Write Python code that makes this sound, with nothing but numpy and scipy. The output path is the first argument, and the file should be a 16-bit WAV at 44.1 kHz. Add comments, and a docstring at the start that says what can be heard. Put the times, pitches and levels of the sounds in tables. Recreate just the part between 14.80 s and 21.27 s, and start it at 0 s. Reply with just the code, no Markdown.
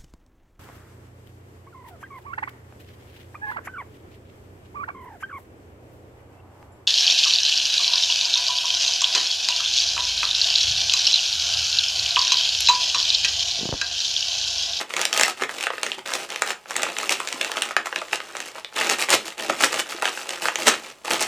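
"""A paper mailing envelope is turned, bent and pulled open by hand: swarms of tiny creases crinkle as filtered
noise grains, bigger ones buckle as single ringing snaps, hard tugs crumple and rip the flap in swelling
avalanches, and the pouch thumps dully as a decaying sine. Place: a small, soft living room with a short tail.
Distance: a metre. Microphone: a camera's close pair, with faint air noise and low rumble behind the paper."""
import sys
import numpy as np
from scipy import signal
from scipy.fft import rfft, irfft, next_fast_len
from scipy.io import wavfile
from scipy.ndimage import uniform_filter1d

SR = 44100
rng = np.random.default_rng(int(sys.argv[2]) if len(sys.argv) > 2 else 0)


def master(y):
    """Save y as 16-bit WAV."""
    cut = np.clip(np.atleast_2d(y).T, -1, 1)
    pcm = np.round(cut * 32767)  # scale
    wavfile.write(sys.argv[1], SR, pcm.astype(np.int16))


N = 285327
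TIME = np.arange(N) / SR  # s
SHORT_TIME = TIME[:SR // 60]  # s, long enough for one snap or fold


def undb(db):
    """Decibels to gain."""
    return 10 ** (np.asarray(db) / 20)


def unit(x):
    """Scale to an rms of one."""
    return x / np.sqrt(np.mean(x ** 2) + 1e-20)


def at(points, hz):
    """Read (Hz, value) points on a log-frequency axis."""
    point_hz, value = np.transpose(points)
    return np.interp(np.log(np.maximum(hz, 1)), np.log(point_hz), value)


def band(x, low_hz, high_hz, order=2):
    """Causal band-pass."""
    edges = np.clip([low_hz, max(high_hz, low_hz * 1.05)], 10, [SR * .45, SR * .49])
    return signal.lfilter(*signal.butter(order, edges, "bandpass", fs=SR), x)


def colour(x, points):
    """Give a sound a smooth spectrum, read from (Hz, dB) points."""
    size = next_fast_len(len(x))
    gain = undb(at(points, np.fft.rfftfreq(size, 1 / SR)))
    return irfft(rfft(x, size) * gain, size)[:len(x)]


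def add(out, sound, start_s):
    """Mix a sound in at a time."""
    start = int(max(start_s, 0) * SR)
    out[start:start + len(sound)] += sound[:max(N - start, 0)]


# spectrum of the steady air noise: freq_hz [Hz], level_db [dB per Hz]
AIR_SPECTRUM = [(15, -52), (25, -6), (394, 0), (988, 4), (2550, -22), (3340, -28), (5140, -17), (8830, -14),
                (16000, -25)]
AIR_DB = -56.5  # dB


def air_noise():
    """Steady background: white noise given the colour of the air."""
    return undb(AIR_DB) * unit(colour(rng.standard_normal(N), AIR_SPECTRUM))


def room_rumble():
    """The room's low rumble: steady band-passed noise."""
    return undb(-64) * unit(band(rng.standard_normal(N), 45, 530, order=1))


DRAUGHT_DB = -56.5  # dB re the flexing level


def draught(flex_db):
    """A faint low flutter: deep noise that swells as the pouch is flexed."""
    return undb(flex_db + DRAUGHT_DB) * unit(band(rng.standard_normal(N), 12, 54))


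# how long each pitch lingers in the room: freq_hz [Hz], t60_s [s]
REVERB_TIMES = [(150, 0.42), (530, 0.19), (1400, 0.2), (3700, 0.21), (10000, 0.18)]
BUILD_S = .0025  # s, build-up of the reflections


def tail():
    """One set of reflections: it builds up within milliseconds, and each band of noise dies at its own pace."""
    t = TIME[:SR // 3]
    edges = np.geomspace(60, 18000, num=9)
    rays = 0
    for low, high in zip(edges, edges[1:]):
        t60_s = at(REVERB_TIMES, np.sqrt(low * high))
        rays = rays + band(rng.standard_normal(len(t)), low, high) * np.exp(-np.log(1000) * t / t60_s)
    return unit(rays * (1 - np.exp(-(t / BUILD_S) ** 2))) / np.sqrt(len(t))


# lingering resonances of the room: pitch_hz [Hz], width_hz [Hz], level_db [dB]
RESONANCES = [(378, 23, -6), (566, 126, -0.5), (830, 105, -7), (1226, 34, -4), (2780, 430, -12)]


def room(x, tail_db=-5.5, count=6):
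    """Direct sound, a short soft tail and some lingering resonances."""
    wet = 0
    for k in range(count):
        # the sheet keeps turning, so it lights up one set of reflections after another, ten a second
        turn = (TIME * 10 - k + count / 2) % count - count / 2
        lit = np.cos(np.pi / 2 * np.clip(turn, -1, 1))
        wet = wet + signal.fftconvolve(x * lit, tail())[:N]
    soft_tail = colour(wet, [(200, -1.0), (2500, -1.0), (5000, -2), (12000, -5.5)])
    y = x + undb(tail_db) * soft_tail
    ringing = sum(undb(db) * band(y, hz - width / 2, hz + width / 2, order=1) for hz, width, db in RESONANCES)
    return y + ringing


# difference between the two capsules: freq_hz [Hz], side_db [dB re mid]
CAPSULE_DIFFERENCE = [(150, -35.5), (600, -31.5), (1200, -41.5), (2500, -19.5), (4500, -19), (12000, -23)]


def capsule_side(paper):
    """A few milliseconds of decaying scatter set the close capsules apart, mostly in the treble."""
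    t = TIME[:SR // 80]
    scatter = unit(rng.standard_normal(len(t)) * np.exp(-t / 0.0016)) / np.sqrt(len(t))
    return colour(signal.fftconvolve(paper, scatter)[:N], CAPSULE_DIFFERENCE)


# dull bumps of the pouch: start_s [s], level_db [dB], pitch_hz [Hz]
POUCH_BUMPS = [(2.542, -29, 290), (5.147, -26.5, 355)]


def bumps(cycles=2.3):
    """A finger or a popping panel bumps the air in the pouch: a sine that dies within a few cycles."""
    out = np.zeros(N)
    for start_s, db, hz in POUCH_BUMPS:
        turns = np.maximum(TIME - start_s, 0) * hz
        out += undb(db) * np.sin(2 * np.pi * turns) * np.exp(-turns / cycles) * (1 - np.exp(-2 * turns))
    return out


GRAIN_S = .00045  # s, decay of the power of one tiny buckle
RUB = .07  # power of sliding fibres re the mean power of the buckles


def swarm(rate, spread_db, patchy_db, even_s):
    """Tiny buckles at random moments, each with its own colour, over sliding fibres; yields (Hz, steady band)."""
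    # rate is in buckles per second
    size = (rng.random(N) < rate / SR) * undb(spread_db * np.minimum(rng.exponential(size=N), 4.5))
    keep = np.exp(-1 / (GRAIN_S * SR))
    edges = np.geomspace(70, 17500, num=13)
    for low, high in zip(edges, edges[1:]):
        strikes = (size * undb(patchy_db * rng.standard_normal(N))) ** 2
        power = signal.lfilter([1], [1, -keep], strikes)
        envelope = np.sqrt(power / power.mean() + RUB)
        grains = band(rng.standard_normal(N) * envelope, low, high, order=3)
        # even out each band's level over even_s, so that the loudness follows the curve applied later
        span = int(even_s * SR)
        local_power = uniform_filter1d(uniform_filter1d(grains ** 2, span), span)
        steady = grains / np.sqrt(np.abs(local_power) + 1e-12)
        yield np.sqrt(low * high), steady * np.sqrt((high - low) / SR)


# spectrum of crumpling paper, for tugs and crinkle alike: freq_hz [Hz], level_db [dB per Hz]
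PAPER_SPECTRUM = [(35, -60), (60, -31.5), (227, -8), (363, 0), (458, -3.5), (540, -3.5), (749, -2),
                  (842, -2), (924, -4), (1200, -3), (2520, -2), (4750, -6.5), (7750, -8), (14600, -24),
                  (16000, -34)]
# hard tugs that crumple and rip the flap: peak_s [s], level_db [dB], rise_s [s], fall_s [s]
FLAP_TUGS = [(0.429, -28, 0.043, 0.0071), (1.354, -22.5, 0.0056, 0.0063), (4.11, -20.5, 0.0065, 0.02),
             (4.344, -12, 0.017, 0.0058), (4.842, -20, 0.025, 0.013), (5.878, -11, 0.0096, 0.014)]


def tugs():
    """Each tug sets off an avalanche of buckles and breaking fibres that swells and dies away."""
    swell = 0
    for peak_s, db, rise_s, fall_s in FLAP_TUGS:
        swell = swell + undb(db) * np.exp(np.minimum((TIME - peak_s) / rise_s, (peak_s - TIME) / fall_s))
    fibres = sum(grains for _, grains in swarm(rate=1000, spread_db=8.0, patchy_db=4.5, even_s=0.0044))
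    return swell * unit(colour(fibres, PAPER_SPECTRUM))


def facet(hz, ring_s, width, tone):
    """A small panel of paper flips over and rings briefly: band-passed noise plus a sine."""
    t = SHORT_TIME
    ring = np.sqrt(t) * np.exp(-t / ring_s)
    flap = band(rng.standard_normal(len(t)), hz / width, min(hz * width, 4000)) * ring
    return unit(unit(flap) + tone * unit(np.sin(2 * np.pi * hz * t) * ring))


# creases that buckle: start_s [s], level_db [dB], pitch_hz [Hz] of the facet, crack_db [dB re facet]
CREASE_SNAPS = [(0.106, -35, 1920, -25), (0.138, -29, 1970, -8.5), (0.166, -30, 2140, -5),
                (0.215, -31, 2200, 4.5), (0.253, -21, 3180, -5.5), (0.329, -22, 2590, -13),
                (0.376, -26, 2260, -0.5), (0.397, -21.5, 1860, -3), (0.411, -20.5, 1550, -2),
                (0.434, -17, 2390, -4.5), (0.48, -27.5, 1360, -19), (0.621, -24.5, 1080, -13),
                (0.636, -26, 1800, -11.5), (0.693, -30.5, 1890, -20), (0.809, -32.5, 2700, -7),
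                (0.828, -33, 2530, -2), (0.838, -28.5, 2700, -7), (0.869, -23.5, 1780, -18),
                (0.903, -27.5, 1320, -30), (0.935, -36, 1260, -32), (0.981, -33, 1760, -33),
                (1.032, -26, 2050, -2.5), (1.065, -29, 1740, -7), (1.118, -27, 3050, -38),
                (1.337, -29, 2530, 0), (1.184, -41, 990, -11), (1.26, -36, 2400, -20),
                (1.503, -37, 2520, -1), (1.56, -30, 2120, -10), (1.621, -20.5, 1420, -5.5),
                (1.705, -28, 1710, -8), (1.858, -45, 1400, -18), (1.908, -32, 1380, -4.5),
                (1.956, -30, 1900, -22), (1.965, -27, 2630, 1.5), (2.021, -34, 2300, -2),
                (2.032, -26, 1530, 0), (2.167, -31, 2760, -23), (2.186, -32, 2400, 1),
                (2.231, -30, 1300, -8), (2.294, -22, 2680, -4.5), (2.323, -25.5, 2540, -2.5),
                (2.402, -28.5, 1340, -9.5), (2.474, -30.5, 2440, -5.5), (2.487, -33.5, 2270, -4),
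                (2.527, -30.5, 2840, -3.5), (2.613, -23.5, 2670, -9), (2.647, -30.5, 2000, -4.5),
                (2.697, -34.5, 740, -26), (2.717, -30, 2080, -5), (2.77, -28, 1850, -12),
                (2.821, -23.5, 2900, -4), (2.909, -32, 1250, -13), (2.966, -16.5, 1780, -17),
                (3.058, -33, 1430, -9), (3.07, -32, 1370, -8), (3.127, -29.5, 1510, -30),
                (3.16, -24.5, 1730, -14), (3.217, -31, 1120, -19), (3.331, -22, 1730, -16),
                (3.358, -35.5, 2720, 1), (3.403, -33, 1580, -29), (3.552, -34, 1330, -24),
                (3.568, -35, 1700, -3), (3.603, -33.5, 1860, -2.5), (3.754, -40.5, 1060, -30),
                (3.782, -38, 1530, -25), (3.847, -33, 2980, -18), (3.925, -46, 1510, -21),
                (3.989, -27, 2050, -21), (4.012, -23, 1550, -13), (4.098, -24.5, 1980, 2),
                (4.224, -25.5, 2500, -6), (4.287, -27, 1260, -19), (4.304, -26, 2930, 3),
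                (4.33, -20.5, 1730, -16), (4.698, -23, 1400, -13), (4.807, -26.5, 1380, -11),
                (4.837, -15.5, 2070, -14), (4.844, -23.5, 2360, 0), (4.929, -29.5, 1610, -5),
                (4.942, -28, 1870, -6.5), (5.0, -28, 1900, -7), (5.223, -26.5, 1820, -7.5),
                (5.228, -27, 1000, -21), (5.255, -21.5, 1950, -14), (5.277, -27.5, 1410, -28),
                (5.374, -34, 1590, -30), (5.492, -33, 3100, -1), (5.656, -23, 1580, -21),
                (5.685, -22, 1670, -16), (5.757, -26, 2010, -2), (5.87, -19.5, 1890, -4),
                (5.882, -19.5, 1580, -1), (5.888, -29, 2580, 7), (6.248, -38, 1120, -5),
                (6.311, -25, 1900, -7)]
CRACK_S = .00062  # s, decay of a cracking crease
KNOCK_DB, KNOCK_DB_PER_OCTAVE = -14, -8  # pouch knock re the facet; lower facets shake it more
MIDDLING_HZ = 2000  # Hz, facet pitch at which the knock has KNOCK_DB
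RING_CYCLES = 1.87  # decay of a facet in cycles, so small ones are over sooner


def snaps(body_s=0.00081, tick_s=0.00012):
    """A big facet flips: it rings, its crease cracks with a sharp tick, and the pouch behind gives a knock."""
    out, t = np.zeros(N), SHORT_TIME
    split, knock, tick = (np.sqrt(t) * np.exp(-t / fade_s) for fade_s in (CRACK_S, body_s, tick_s))
    for start_s, db, hz, crack_db in CREASE_SNAPS:
        crack_noise, tick_noise, body_noise = rng.standard_normal((3, len(t)))
        crack = unit(band(crack_noise, 5470, 8220) * split)
        crack = crack + undb(-7.0) * unit(band(tick_noise, 3100, 7900) * tick)
        body = unit(band(body_noise * knock, 416, 904))
        body_db = KNOCK_DB + KNOCK_DB_PER_OCTAVE * np.log2(hz / MIDDLING_HZ)
        ring = facet(hz, RING_CYCLES / hz, width=1.64, tone=0.46)
        snap = ring + undb(crack_db) * crack + undb(body_db) * body
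        add(out, snap * undb(db), start_s - .0002)
    return band(out, 260, 25000, order=3)


FOLD_DB = -14.5  # dB, small folds re the crinkle
FOLD_LIMIT_DB = -20.5  # dB, vigour beyond which they grow no louder


def folds(vigour_db, count=220, spread_db=4, crack_db=-9):
    """Small facets tick at random, louder with vigorous handling up to a limit; higher ones crack more."""
    out, t = np.zeros(N), SHORT_TIME
    # when, pitch and size each run from 0 to 1
    for when, pitch, size in rng.random((count, 3)):
        db = FOLD_DB + min(vigour_db[int(when * N)], FOLD_LIMIT_DB) + spread_db * (2 * size - 1)
        crack = unit(band(rng.standard_normal(len(t)), 4400, 8300) * np.exp(-t / CRACK_S))
        ring = facet(1000 * 3.3 ** pitch, ring_s=0.0013, width=1.67, tone=0.63)
        fold = ring + pitch * undb(crack_db) * crack
        add(out, fold * undb(db), when * TIME[-1])
    return band(out, 230, 19000)


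ATTACK_S, RELEASE_S = 0.0045, 0.011  # s, how fast crinkling sets in and settles


def movement(start_s, end_s):
    """Power of one hand movement: it rises up to the start, holds, and falls away after the end."""
    rise, fall = (TIME - start_s) / ATTACK_S, (end_s - TIME) / RELEASE_S
    return np.exp(2 * np.minimum(np.minimum(rise, fall), 0))


REST_DB = -44.5  # dB, the envelope merely held
# spells in which the sheet is kept moving and rustles: start_s [s], end_s [s], level_db [dB]
RUSTLE_SPELLS = [(0.094, 0.504, -28.5), (0.573, 0.647, -30), (0.695, 0.863, -25.5), (0.921, 1.146, -30.5),
                 (1.26, 1.448, -24), (1.485, 1.715, -29), (1.883, 2.92, -27), (3.06, 3.716, -33),
                 (3.747, 3.799, -30.5), (3.935, 4.533, -32), (4.577, 5.013, -25.5), (5.061, 6, -28.5),
                 (6.022, 6.114, -29.5), (6.251, 6.47, -22)]
# bends, each a short burst of crinkling: start_s [s], length_s [s], level_db [dB],
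# fine_db [dB re level_db] sizzle of fine creases, flex_db [dB re level_db] flexing of the pouch
SHEET_BENDS = [(0.0, 0.016, -13.5, -5, -1), (0.161, 0.063, -12.5, -5.5, -5), (0.331, 0.17, -15, 0.5, -8),
               (0.614, 0.017, -17, -3.5, 3), (0.808, 0.051, -21, -4, -13), (1.03, 0.07, -27, -5, 5),
               (1.182, 0.01, -29, -2, 11), (1.274, 0.065, -24, 0, -19), (1.504, 0.034, -21, -11, -3),
               (1.663, 0.053, -17.5, -1, -6), (1.966, 0.14, -18.5, -15, -0.5), (2.18, 0.09, -22, -1, -1),
               (2.307, 0.024, -13.5, 2.5, -3), (2.607, 0.06, -23, -3, 1), (2.764, 0.025, -21.5, -3, 1.5),
               (2.824, 0.032, -23.5, -1, -10), (2.968, 0.044, -24, -15, 5),
               (3.057, 0.0093, -18.5, -3.5, -7), (3.166, 0.017, -21.5, -15, 3), (3.326, 0.026, -20, 2, 2),
               (3.553, 0.071, -28.5, -2, 0), (3.653, 0.032, -32, 6.5, 2), (3.962, 0.18, -13.5, -3, -3.5),
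               (4.19, 0.043, -14, 3, -6), (4.296, 0.054, -8.5, 0.5, -5.5), (4.458, 0.025, -22, 3, -3),
               (4.591, 0.065, -22, 0, 3.5), (4.693, 0.013, -20, -1, 14.5), (4.804, 0.054, -17, 6, -1),
               (4.918, 0.05, -18.5, -1, -1), (4.988, 0.012, -12, 3.5, -5.5), (5.095, 0.03, -22.5, 3, -9),
               (5.239, 0.058, -17, -1.5, -5.5), (5.328, 0.1, -31.5, 7.5, -14), (5.487, 0.06, -23, -2, -0.5),
               (5.622, 0.055, -19.5, 4.5, 0), (5.788, 0.047, -20.5, 2.5, 5.5),
               (5.875, 0.068, -13.5, -7, -3), (6.307, 0.039, -14, 4.5, 6.5), (6.406, 0.024, -11.5, 4, -1.5)]


def handling(sizzle_db=-0.2, flexing_db=-0.3):
    """Rustling spells and single bends add up in power; gives dB of crinkle, sizzle and flexing over time."""
    rustle = undb(REST_DB) ** 2
    rustle = rustle + sum(undb(db) ** 2 * movement(start_s, end_s) for start_s, end_s, db in RUSTLE_SPELLS)
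    power = np.outer(undb([0, sizzle_db, flexing_db]) ** 2, rustle)
    for start_s, length_s, db, fine_db, flex_db in SHEET_BENDS:
        levels = undb([db, db + fine_db, db + flex_db]) ** 2
        power += np.outer(levels, movement(start_s, start_s + length_s))
    return 10 * np.log10(power)


def crinkle(mid_db, fine_db, flex_db):
    """The sheet creases as it is handled: broad flexing sounds low, fine creases sizzle."""
    out = 0
    for hz, grains in swarm(rate=620, spread_db=3.5, patchy_db=5.5, even_s=0.018):
        # share of flexing and of fine creases in this band
        flex = at([(450, 1.0), (800, 0.019)], hz)
        fine = at([(3200, 0.15), (6000, 1.0)], hz)
        out = out + grains * undb(flex * flex_db + fine * fine_db + (1 - flex - fine) * mid_db)
    return colour(out, PAPER_SPECTRUM)


def scene():
    """The paper in its room over air noise; scattered treble and low rumble differ between the capsules."""
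    mid_db, fine_db, flex_db = handling()
    envelope = crinkle(mid_db, fine_db, flex_db) + folds(mid_db) + tugs() + snaps() + bumps()
    paper = room(envelope)
    mid = paper + air_noise() + draught(flex_db)
    side = capsule_side(paper) + room_rumble()
    return mid + side * np.array([[1], [-1]])


TOP_HZ = 15900  # Hz, upper limit of the camera's sound


def record(dry):
    """The camera rounds the loudest peaks and cuts the top."""
    rounded = dry / (1 + (dry / .92) ** 4) ** .25
    return signal.sosfilt(signal.ellip(10, .2, 80, TOP_HZ, fs=SR, output="sos"), rounded)


dry = scene()
out = record(dry)
master(out)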